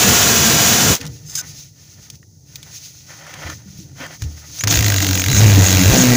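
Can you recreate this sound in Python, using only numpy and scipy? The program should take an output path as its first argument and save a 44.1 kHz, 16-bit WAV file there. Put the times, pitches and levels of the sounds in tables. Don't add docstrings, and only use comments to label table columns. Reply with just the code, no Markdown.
import sys
import numpy as np
from scipy import signal
from scipy.fft import rfft, irfft
from scipy.io import wavfile
from scipy.ndimage import uniform_filter1d

SR = 44100
rng = np.random.default_rng(int(sys.argv[2]) if len(sys.argv) > 2 else 0)


def output_pcm(signal):
    pcm = np.clip(np.atleast_2d(signal).T, -1, 1) * 32767
    wavfile.write(sys.argv[1], SR, np.round(pcm).astype(np.int16))


def volts_from_db(level):
    exponent = np.asarray(level, float) / 20
    return 10 ** exponent


N = 271656
T = np.arange(N) / SR


def curves(table, fade_s=0.0064):
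    s, *columns = np.transpose(table)
    gate = np.interp(T, [s[0] - fade_s, s[0], s[-1], s[-1] + fade_s], [0, 1, 1, 0])
    return [np.interp(T, s, c) for c in columns] + [gate]


def span(start_s, end_s):
    return curves([(start_s, 0), (end_s, 0)])[1]


def unit(x, gate=1):
    return x / np.sqrt(np.mean(x ** 2 * gate) / np.mean(gate * np.ones(N)))


def colour(x, points):
    hz, db = np.transpose(points)
    size = 8192
    log_hz = np.log(np.maximum(np.arange(size // 2 + 1) * SR / size, 1))
    cepstrum = irfft(np.interp(log_hz, np.log(hz), db) * np.log(10) / 20)
    cepstrum[1:size // 2] *= 2
    cepstrum[size // 2 + 1:] = 0
    response = irfft(np.exp(rfft(cepstrum)))[:size // 2]
    return signal.fftconvolve(x, response)[:N]


def white():
    return rng.standard_normal(N)


def noise(points):
    return unit(colour(white(), points))


def walk(rate_hz):
    k = int(SR / rate_hz)
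    held = np.repeat(rng.standard_normal(N // k + 1), k)
    return 1.29 * uniform_filter1d(uniform_filter1d(held, k), k)[:N]


def ring(x, hz, width_hz):
    return signal.lfilter(*signal.iirpeak(hz, hz / width_hz, SR), x)


def rings(x, peaks):
    return unit(sum(volts_from_db(db) * ring(x, hz, width_hz) for hz, width_hz, db in peaks))


def decay(since_s, t60_s):
    return np.exp(-np.log(1000) * since_s / t60_s)


def swells(rows, column=3, shape=0.77, floor_db=-120, soften_s=0):
    floor = volts_from_db(2 * floor_db)
    power = np.full(N, floor)
    for row in rows:
        times = row[:3]
        at = slice(int(min(times) * SR), int(max(times) * SR))
        power[at] += volts_from_db(2 * row[column]) * np.interp(T[at], times, [0, 1, 0]) ** (2 * shape)
    power = uniform_filter1d(power, 1 + int(soften_s * SR))
    return 10 * np.log10(np.maximum(power, floor))


PAUSE_START_S, PAUSE_END_S = 1, 4.7
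# (frequency [Hz], level [dB])
HUM_SPECTRUM = [(15, -68.5), (25, -28), (75, -4.5), (91, -0.5), (141, 2), (157, 3), (174, -13), (208, -8),
                (239, -21), (295, -8.5), (325, -19), (430, -22), (700, -32), (910, -33), (1540, -120)]
# (from [s], peak [s], to [s], level [dB])
LEANS = [(.93, .95, 1.0, -32), (.98, 1.07, 1.21, -31), (1.15, 1.25, 1.48, -38.5), (1.42, 1.46, 1.64, -37.5),
         (1.85, 2.03, 2.03, -46), (2.09, 2.12, 2.26, -43), (2.48, 2.6, 2.83, -47), (2.98, 3.2, 3.27, -47.5),
         (3.3, 3.48, 3.64, -36), (3.55, 3.85, 4.3, -40), (4.18, 4.25, 4.4, -34), (4.45, 4.49, 4.75, -41.5)]


def outdoor_hum():
    hum_db = swells(LEANS, floor_db=-47) + 0.96 * walk(9.8)
    return span(PAUSE_START_S, PAUSE_END_S) * volts_from_db(hum_db) * noise(HUM_SPECTRUM)


# (frequency [Hz], level [dB])
RUSTLE_SPECTRUM = [(1180, -41), (2000, -20), (2520, -14), (2960, -16.5), (3310, -14.5), (5820, -5),
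                   (6340, -0.5), (8400, -24.5), (9880, -17.5), (13400, -27), (15400, -15.5)]
# (frequency [Hz], level [dB])
AIR_TILT = [(2500, -14), (5000, 1)]
# (frequency [Hz], level [dB])
SCRAPE_SPECTRUM = [(180, -44), (300, -6), (437, -18), (522, -7), (1070, -9.5), (1750, -9), (2090, -13),
                   (5000, -18), (6500, -28), (11000, -120)]
# (frequency [Hz], width [Hz], level [dB])
STRIP_MODES = [(520, 34, -19), (1258, 26, -0.5), (1430, 100, -1), (1770, 71, 5), (1933, 44, 1.5),
               (2700, 70, -23), (3160, 38, 2), (3850, 35, -20)]
# (from [s], peak [s], to [s], cloth rustle [dB], scrape on the strip [dB])
MOVES = [(.94, .95, 1.01, -36, -35), (.99, 1.01, 1.12, -42.5, -37.5), (1.03, 1.14, 1.67, -44, -57.5),
         (1.25, 1.43, 1.51, -43, -44.5), (1.41, 1.51, 1.737, -41.5, -53), (1.72, 1.82, 2.12, -44, -56),
         (1.9, 2.04, 2.2, -49, -54.5), (2.11, 2.15, 2.15, -42, -54), (2.44, 2.56, 2.66, -45, -55.5),
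         (2.5, 3.5, 4.5, -46.5, -56.5), (2.57, 2.69, 3.0, -38, -50.5), (3.06, 3.11, 3.27, -41.5, -41),
         (3.14, 3.24, 3.6, -48, -41.5), (3.22, 3.48, 3.56, -41, -34), (3.65, 3.74, 3.7, -39, -52.5),
         (3.95, 4.04, 4.11, -38, -32), (4.05, 4.13, 4.18, -40, -37.5), (4.18, 4.22, 4.44, -40, -50.5),
         (4.24, 4.45, 4.61, -37, -50.5), (4.48, 4.6, 4.7, -34.5, -46)]


def hands():
    rustle_db = swells(MOVES, shape=0.65, soften_s=0.037)
    scrape_db = swells(MOVES, column=4, shape=1.04, floor_db=-78, soften_s=0.016)
    grit = white() * volts_from_db(2.54 * walk(150) + 1.0 * walk(30.45))
    scrape = unit(colour(grit, SCRAPE_SPECTRUM)) + volts_from_db(-2.0) * rings(grit, STRIP_MODES)
    rustle = noise(RUSTLE_SPECTRUM) * volts_from_db(2.9 * walk(25.14) + 0.51 * walk(120))
    air = volts_from_db(-55) * unit(colour(noise(RUSTLE_SPECTRUM), AIR_TILT))
    moving = volts_from_db(rustle_db) * rustle + volts_from_db(scrape_db) * unit(scrape)
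    return span(PAUSE_START_S, PAUSE_END_S) * (air + moving)


# (time [s], peak [dB], ring [Hz], treble [dB])
TAPS = [(0.952, -6.5, 4400, 5), (0.964, -20, 2060, 10), (0.98, -22, 3564, -2), (1.0056, -20, 3720, -4),
        (1.0123, -14.5, 2500, 1), (1.0295, -25, 1970, 1), (1.053, -17.5, 4090, -10),
        (1.065, -16.5, 3930, -7), (1.074, -27.5, 4350, 10), (1.3531, -6.5, 6000, -1),
        (2.101, -21, 4900, 5.5), (2.155, -31, 5194, -8), (2.2285, -36, 1838, -17),
        (2.5572, -19.5, 3540, 8.5), (2.6288, -21.5, 3480, 2), (3.2659, -22, 1270, -3),
        (3.3384, -15, 1720, -10), (3.4985, -13, 1400, -4.5), (4.0627, -21, 1770, 0),
        (4.221, -16.5, 2020, 3), (4.2376, -23, 3430, -2), (4.5877, -16, 4150, -3), (4.637, -2, 1720, 0.5),
        (4.6729, -3, 1610, 5), (4.6806, -5.5, 2850, 0),
        (4.6084, -9, 2500, -2)]


def taps():
    out, bright = np.zeros(N), noise(RUSTLE_SPECTRUM)
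    for s, db, hz, treble_db in TAPS:
        t60_s = 0.029 * (3000 / hz) ** 0.3
        at = slice(int(s * SR), int((s + .1) * SR))
        fall = decay(T[at] - s, max(t60_s, .004))
        crack = ring(rng.standard_normal(len(fall)), hz, 0.61 * hz)
        out[at] += volts_from_db(db - 11.5) * fall * (crack / crack.std() + volts_from_db(treble_db) * bright[at])
    return out


# (time [s], peak [dB], frequency [Hz], decay T60 [s])
PANEL_BLOWS = [(.99, -38.5, 476, 0.66), (1.042, -24.5, 159.8, 0.33), (1.0, -33, 267, 0.29),
               (3.45, -25, 81.8, 0.36), (3.49, -30, 309, 0.12), (3.659, -34.5, 193, 0.42),
               (3.789, -30.5, 184, .15), (3.802, -38, 319, 0.18), (4.001, -32.5, 259, 0.23),
               (4.22, -24, 76.5, 0.83), (4.222, -17, 111, 0.16), (4.259, -18.5, 76, 0.14),
               (4.71, -15, 151, .25), (4.771, -6.5, 75, .2), (5.331, -11.5, 74, 0.42),
               (5.913, -1, 55, 0.085)]
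# (time [s], peak [dB], frequency [Hz], decay T60 [s])
STRIP_BLOWS = [(1.378, -33, 1570, .14), (1.39, -31, 1480, .14), (4.061, -30, 1770, .05),
               (4.062, -33, 1460, .05), (3.498, -30, 1410, .08), (2.229, -43, 1850, .03)]


def struck_modes():
    out = np.zeros(N)
    for s, db, hz, t60_s in PANEL_BLOWS + STRIP_BLOWS:
        at = slice(int(s * SR), int((s + 1.5 * t60_s) * SR))
        since_s = T[at] - s
        out[at] += volts_from_db(db) * decay(since_s, t60_s) * np.sin(2 * np.pi * hz * since_s)
    return out


# (frequency [Hz], width [Hz], level [dB])
BIT_MODES = [(3080, 58, -21), (3890, 90, -16), (5150, 32, 0.5), (5430, 29, -5.5), (5700, 88, -12),
             (6300, 61, 4), (6690, 34, -8.5), (7100, 32, -4), (8590, 36, -22), (9500, 100, -19),
             (11000, 100, -25), (14800, 72, -10.5)]
# (from [s], peak [s], to [s], level [dB])
JERKS = [(1.255, 1.334, 1.36, -33.5), (1.3528, 1.3533, 1.397, -22), (1.358, 1.367, 1.4, -27),
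         (1.38, 1.385, 1.397, -21), (1.388, 1.396, 1.417, -21.5)]


def bit_drag():
    grit = white() * volts_from_db(2.6 * walk(300))
    broad_modes = np.multiply(BIT_MODES, [1, 3, 1])
    squeak = rings(grit, broad_modes) + volts_from_db(-21) * unit(colour(grit, RUSTLE_SPECTRUM))
    return volts_from_db(swells(JERKS, shape=0.58)) * squeak


# (time [s], frequency [Hz], level [dB])
SWITCH_GLIDE = [
    (4.594, 5800, -20.5),
    (4.606, 6650, -21),
    (4.62, 6960, -25),
    (4.638, 7100, -38),
]


def switch_whistle():
    hz, whistle_db, gate = curves(SWITCH_GLIDE, 0.0023)
    phase = 2 * np.pi * np.cumsum(hz) / SR
    return gate * volts_from_db(whistle_db) * (np.sin(phase) + volts_from_db(-24) * np.sin(2 * phase))


# (from [s], to [s], frequency [Hz], width [Hz], level [dB])
RUBBING_BOUTS = [
    (5.345, 5.4, 6400, 900, -21),
    (5.93, 6.02, 187, 104, -14.5),
    (5.29, 5.42, 3950, 250, -28),
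]


def rubbing():
    out = 0
    for start_s, end_s, hz, width_hz, db in RUBBING_BOUTS:
        song = ring(ring(white(), hz, width_hz), hz, 2 * width_hz)
        out = out + span(start_s, end_s) * volts_from_db(db) * unit(song)
    return out


# (time [s], free rate [Hz], sag [s])
SLIPS = [
    (4.6952, 142.06, .1286),
    (5.2938, 168, .0405),
    (5.4089, 115, .1221),
    (5.8927, 133.88, .704),
]


def chatter():
    loaded_hz = 90.98
    hz = np.zeros(N)
    for s, free_hz, sag_s in SLIPS:
        sagging = loaded_hz + (free_hz - loaded_hz) * np.exp(-np.abs(T - s) / sag_s)
        hz = np.where(T > s, sagging, hz)
    return np.cumsum(hz) / SR


# (from [s], peak [s], to [s], level [dB])
PUSHES = [(4.633, 4.645, 4.8, -17), (4.7, 4.843, 5.05, -14.5), (4.92, 5.1, 5.27, -18),
          (5.25, 5.31, 5.38, -14), (5.36, 5.45, 5.55, -4), (5.5, 5.59, 5.68, -5.5),
          (5.66, 5.76, 5.82, -11.5), (5.82, 5.89, 5.92, -6.5), (5.94, 5.962, 5.985, -14.5),
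          (5.985, 6.01, 6.04, -15), (6.04, 6.09, 6.17, -10.5)]
# (from [s], peak [s], to [s], second harmonic [dB], third harmonic [dB])
JOLTS = [(4.9, 5.15, 5.3, -30, -28), (5.31, 5.381, 5.41, -17, -43), (5.42, 5.469, 5.55, -15, -27),
         (5.56, 5.595, 5.61, -13, -11.5), (5.64, 5.7, 5.94, -19, -28), (5.76, 5.813, 5.855, -13.5, -15),
         (5.86, 5.9, 5.75, -17, -24), (5.93, 5.98, 6.01, -16, -35), (6.0, 6.05, 6.25, -11, -36)]


def panel_shake(beat):
    push_db = swells(PUSHES, shape=0.58)
    second_db = swells(JOLTS, shape=0.85)
    third_db = swells(JOLTS, column=4, shape=1.15)
    lock_s = 4.8064
    swing = np.where(T > lock_s, beat, beat[int(lock_s * SR)] + 105 * (T - lock_s))
    cycle = swing[0] + np.cumsum(uniform_filter1d(np.gradient(swing), size=1500))
    shake = 0
    for k, db, lag in [(1, push_db, .21), (2, second_db, .13), (3, third_db, .12)]:
        level = 1.53 * volts_from_db(db + 1.07 * k * walk(35))
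        shake = shake + level * np.cos(2 * np.pi * k * (cycle - lag))
    loose = volts_from_db(push_db - 8.5) * unit(ring(white(), 111.0, 80.0))
    return shake + loose


# (time [s], level [dB])
SECOND_CATCH = [
    (5.33, -39),
    (5.36, -2),
    (6.16, -3),
]


def catch_bursts(beat):
    count = beat.astype(int)
    since = np.arange(N) - np.searchsorted(count, count)
    skip_db = np.interp(T, *np.transpose(SECOND_CATCH)) * (count % 2)
    size = volts_from_db(0.2 * rng.standard_normal(N // 100)[count] + skip_db)
    pulse = np.exp(-since / SR / 0.0026) - np.exp(-since / SR / 0.00028)
    return size * pulse * (beat > 0), count, since


# (frequency [Hz], level [dB])
CATCH_SPECTRUM = [(180, -14.5), (300, -25), (1000, -14.5), (1500, -5), (2060, -1.5), (3500, -1), (4500, -1),
                  (6600, 2), (8400, -10), (12800, -8), (14200, -8.5), (15400, -3)]
# (frequency [Hz], width [Hz], level [dB])
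WALL_MODES = [(1632, 85, -4), (1983, 240, -4), (2380, 250, -9.5), (2740, 99, -5.5), (3885, 32, -4.5),
              (4330, 110, -14), (6680, 180, 5.5)]


def catching(burst, count, since, cutting):
    sweep = 0.44 * np.sin(2 * np.pi * 5000 * .003 * (1 - np.exp(-since / SR / 0.002975)))
    edge = sweep + 1.9 * (since == 20)
    chips = np.sign(white())
    worn = chips[since + 997 * (count // 5)]
    strike = burst * (edge + .65 * worn + 0.8 * chips)
    direct = unit(colour(strike, CATCH_SPECTRUM), cutting)
    return direct + volts_from_db(-8.5) * unit(rings(strike, WALL_MODES[:-1]), cutting)


# (frequency [Hz], level [dB])
GRIND_SPECTRUM = [(180, -27.5), (300, 3), (378, -20), (517, -8.5), (590, -18), (651, -8), (1070, -20),
                  (1960, -17), (3060, -15), (6650, -10.5), (8230, -28), (12400, -27), (15400, -17.5)]


def grinding():
    body = noise(GRIND_SPECTRUM) + volts_from_db(-15.5) * rings(white(), WALL_MODES)
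    flutes = unit(ring(ring(white(), 6600., 920.0), 6580.0, 1240.0))
    return body * volts_from_db(1.19 * walk(60) + 1.52 * walk(20)) + volts_from_db(-4.0 + 4.34 * walk(90)) * flutes


def panel_clatter(burst, count, cutting):
    uneven = burst * volts_from_db(5 * rng.standard_normal(N // 100)[count])
    knock = unit(ring(uneven, 564.0, 342.0), cutting)
    return knock + volts_from_db(-5) * unit(ring(white(), 400.0, 500.))


# (from [s], cutting [dB], catch over grind [dB], panel clatter [dB])
STAGES = [
    (4.69, -17.5, 3, -37),
    (4.79, -17.5, 5, -43),
    (4.95, -19, 4, -44),
    (5.33, -16.5, 1, -21.5),
    (5.62, -15, 2, -17.5),
    (5.9, -16, 0.5, -11.5),
]
# (from [s], peak [s], to [s], level [dB])
GOUGES = [
    (4.7, 4.714, 4.75, -17.5),
]


def slow_run():
    start, *levels = np.transpose(STAGES)
    stage = np.maximum(np.searchsorted(start, T) - 1, 0)
    slew = int(0.036 * SR)
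    cut_db, catch_db, clatter_db = (uniform_filter1d(db[stage], slew) for db in levels)
    cutting = span(start[0], T[-1])
    beat = chatter()
    burst, count, since = catch_bursts(beat)
    grind = grinding()
    share = volts_from_db(catch_db)
    cut = (share * catching(burst, count, since, cutting) + grind) / np.sqrt(1 + share ** 2)
    clatter = volts_from_db(clatter_db - 7) * panel_clatter(burst, count, cutting)
    return panel_shake(beat) + cutting * (volts_from_db(cut_db) * cut + volts_from_db(swells(GOUGES)) * grind + clatter)


# (time [s], rate [Hz])
SHAFT_SPEED = [
    (0, 244),
    (.1, 239.5),
    (.2, 237.2),
    (.33, 229.3),
    (.5, 227.8),
    (.72, 230.8),
    (.88, 236.7),
    (.93, 227),
    (1, 200.7),
]
# (multiple of shaft speed [1], level [dB])
MOTOR_ORDERS = [(1, 3.5), (2, -6), (3, 3.5), (6, 1), (7, 1), (11, -2), (13, -2), (15, 0), (22, -2), (26, 3)]
# (frequency [Hz], level [dB])
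GEAR_SPECTRUM = [(180, -30), (300, -7), (619, -7.5), (695, -5.5), (876, -8), (1610, -7), (2130, -8),
                 (2920, -9), (4550, -8), (6020, -6.5), (7100, -4), (8230, -16.5), (12200, -17),
                 (15400, -12)]
# (frequency [Hz], width [Hz], level [dB])
HOUSING_MODES = [(2572, 22, -7), (3008, 31, -1), (3380, 96, -6), (3935, 120, -9.5), (4900, 160, -13),
                 (5900, 140, -1), (6490, 410, -3.5)]
# (frequency [Hz], level [dB])
RUMBLE_SPECTRUM = [(15, -67), (25, -36), (81, 0), (155, 0.5), (194, -1.5), (227, -0.5), (281, -7.5),
                   (454, -9), (600, -14), (780, -40), (1320, -120)]
# (from [s], peak [s], to [s], level [dB])
SHUDDER = [
    (.76, .91, 0.93, -18.5),
]


def fast_run():
    braked_s = np.maximum(T - .934, 0)
    hiss_db = -11.5 - 1.5 * T - 480 * braked_s
    rumble_db = swells(SHUDDER, floor_db=-20.5) - 700 * braked_s
    turn = np.cumsum(curves(SHAFT_SPEED)[0] * (1 + 0.0019 * walk(30))) / SR
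    whine = sum(volts_from_db(db + 2 * walk(11.1)) * np.sin(2 * np.pi * k * turn) for k, db in MOTOR_ORDERS)
    mesh = 1 + 0.17 * np.cos(2 * np.pi * turn)
    wobble = volts_from_db(0.62 * np.sin(2 * np.pi * turn / 17) + 0.55 * walk(40))
    gears = noise(GEAR_SPECTRUM) + volts_from_db(-6) * rings(white(), HOUSING_MODES)
    drill = volts_from_db(hiss_db) * (gears * mesh * wobble + volts_from_db(-9) * unit(whine))
    rumble = volts_from_db(rumble_db + 2.0 * walk(25)) * noise(RUMBLE_SPECTRUM)
    return span(0, 1.0) * (drill + rumble)


def scene():
    surroundings = outdoor_hum() + hands()
    contacts = taps() + struck_modes() + bit_drag() + switch_whistle() + rubbing()
    return np.tile(surroundings + contacts + slow_run() + fast_run(), (2, 1))


def top_cut(x):
    return signal.sosfilt(signal.butter(12, 16870, fs=SR, output="sos"), x)


def record(dry):
    x = dry + volts_from_db(7.0) * ring(ring(dry, 14900., 1300.), 16200.0, 1300.)
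    x = signal.sosfilt(signal.butter(2, 45, "high", fs=SR, output="sos"), x)
    x = np.tanh(1.15 * x) / 1.15
    x = signal.sosfilt(signal.ellip(12, .3, 75, 15520, fs=SR, output="sos"), x)
    return top_cut(x)


dry = scene()
out = record(dry)
output_pcm(out)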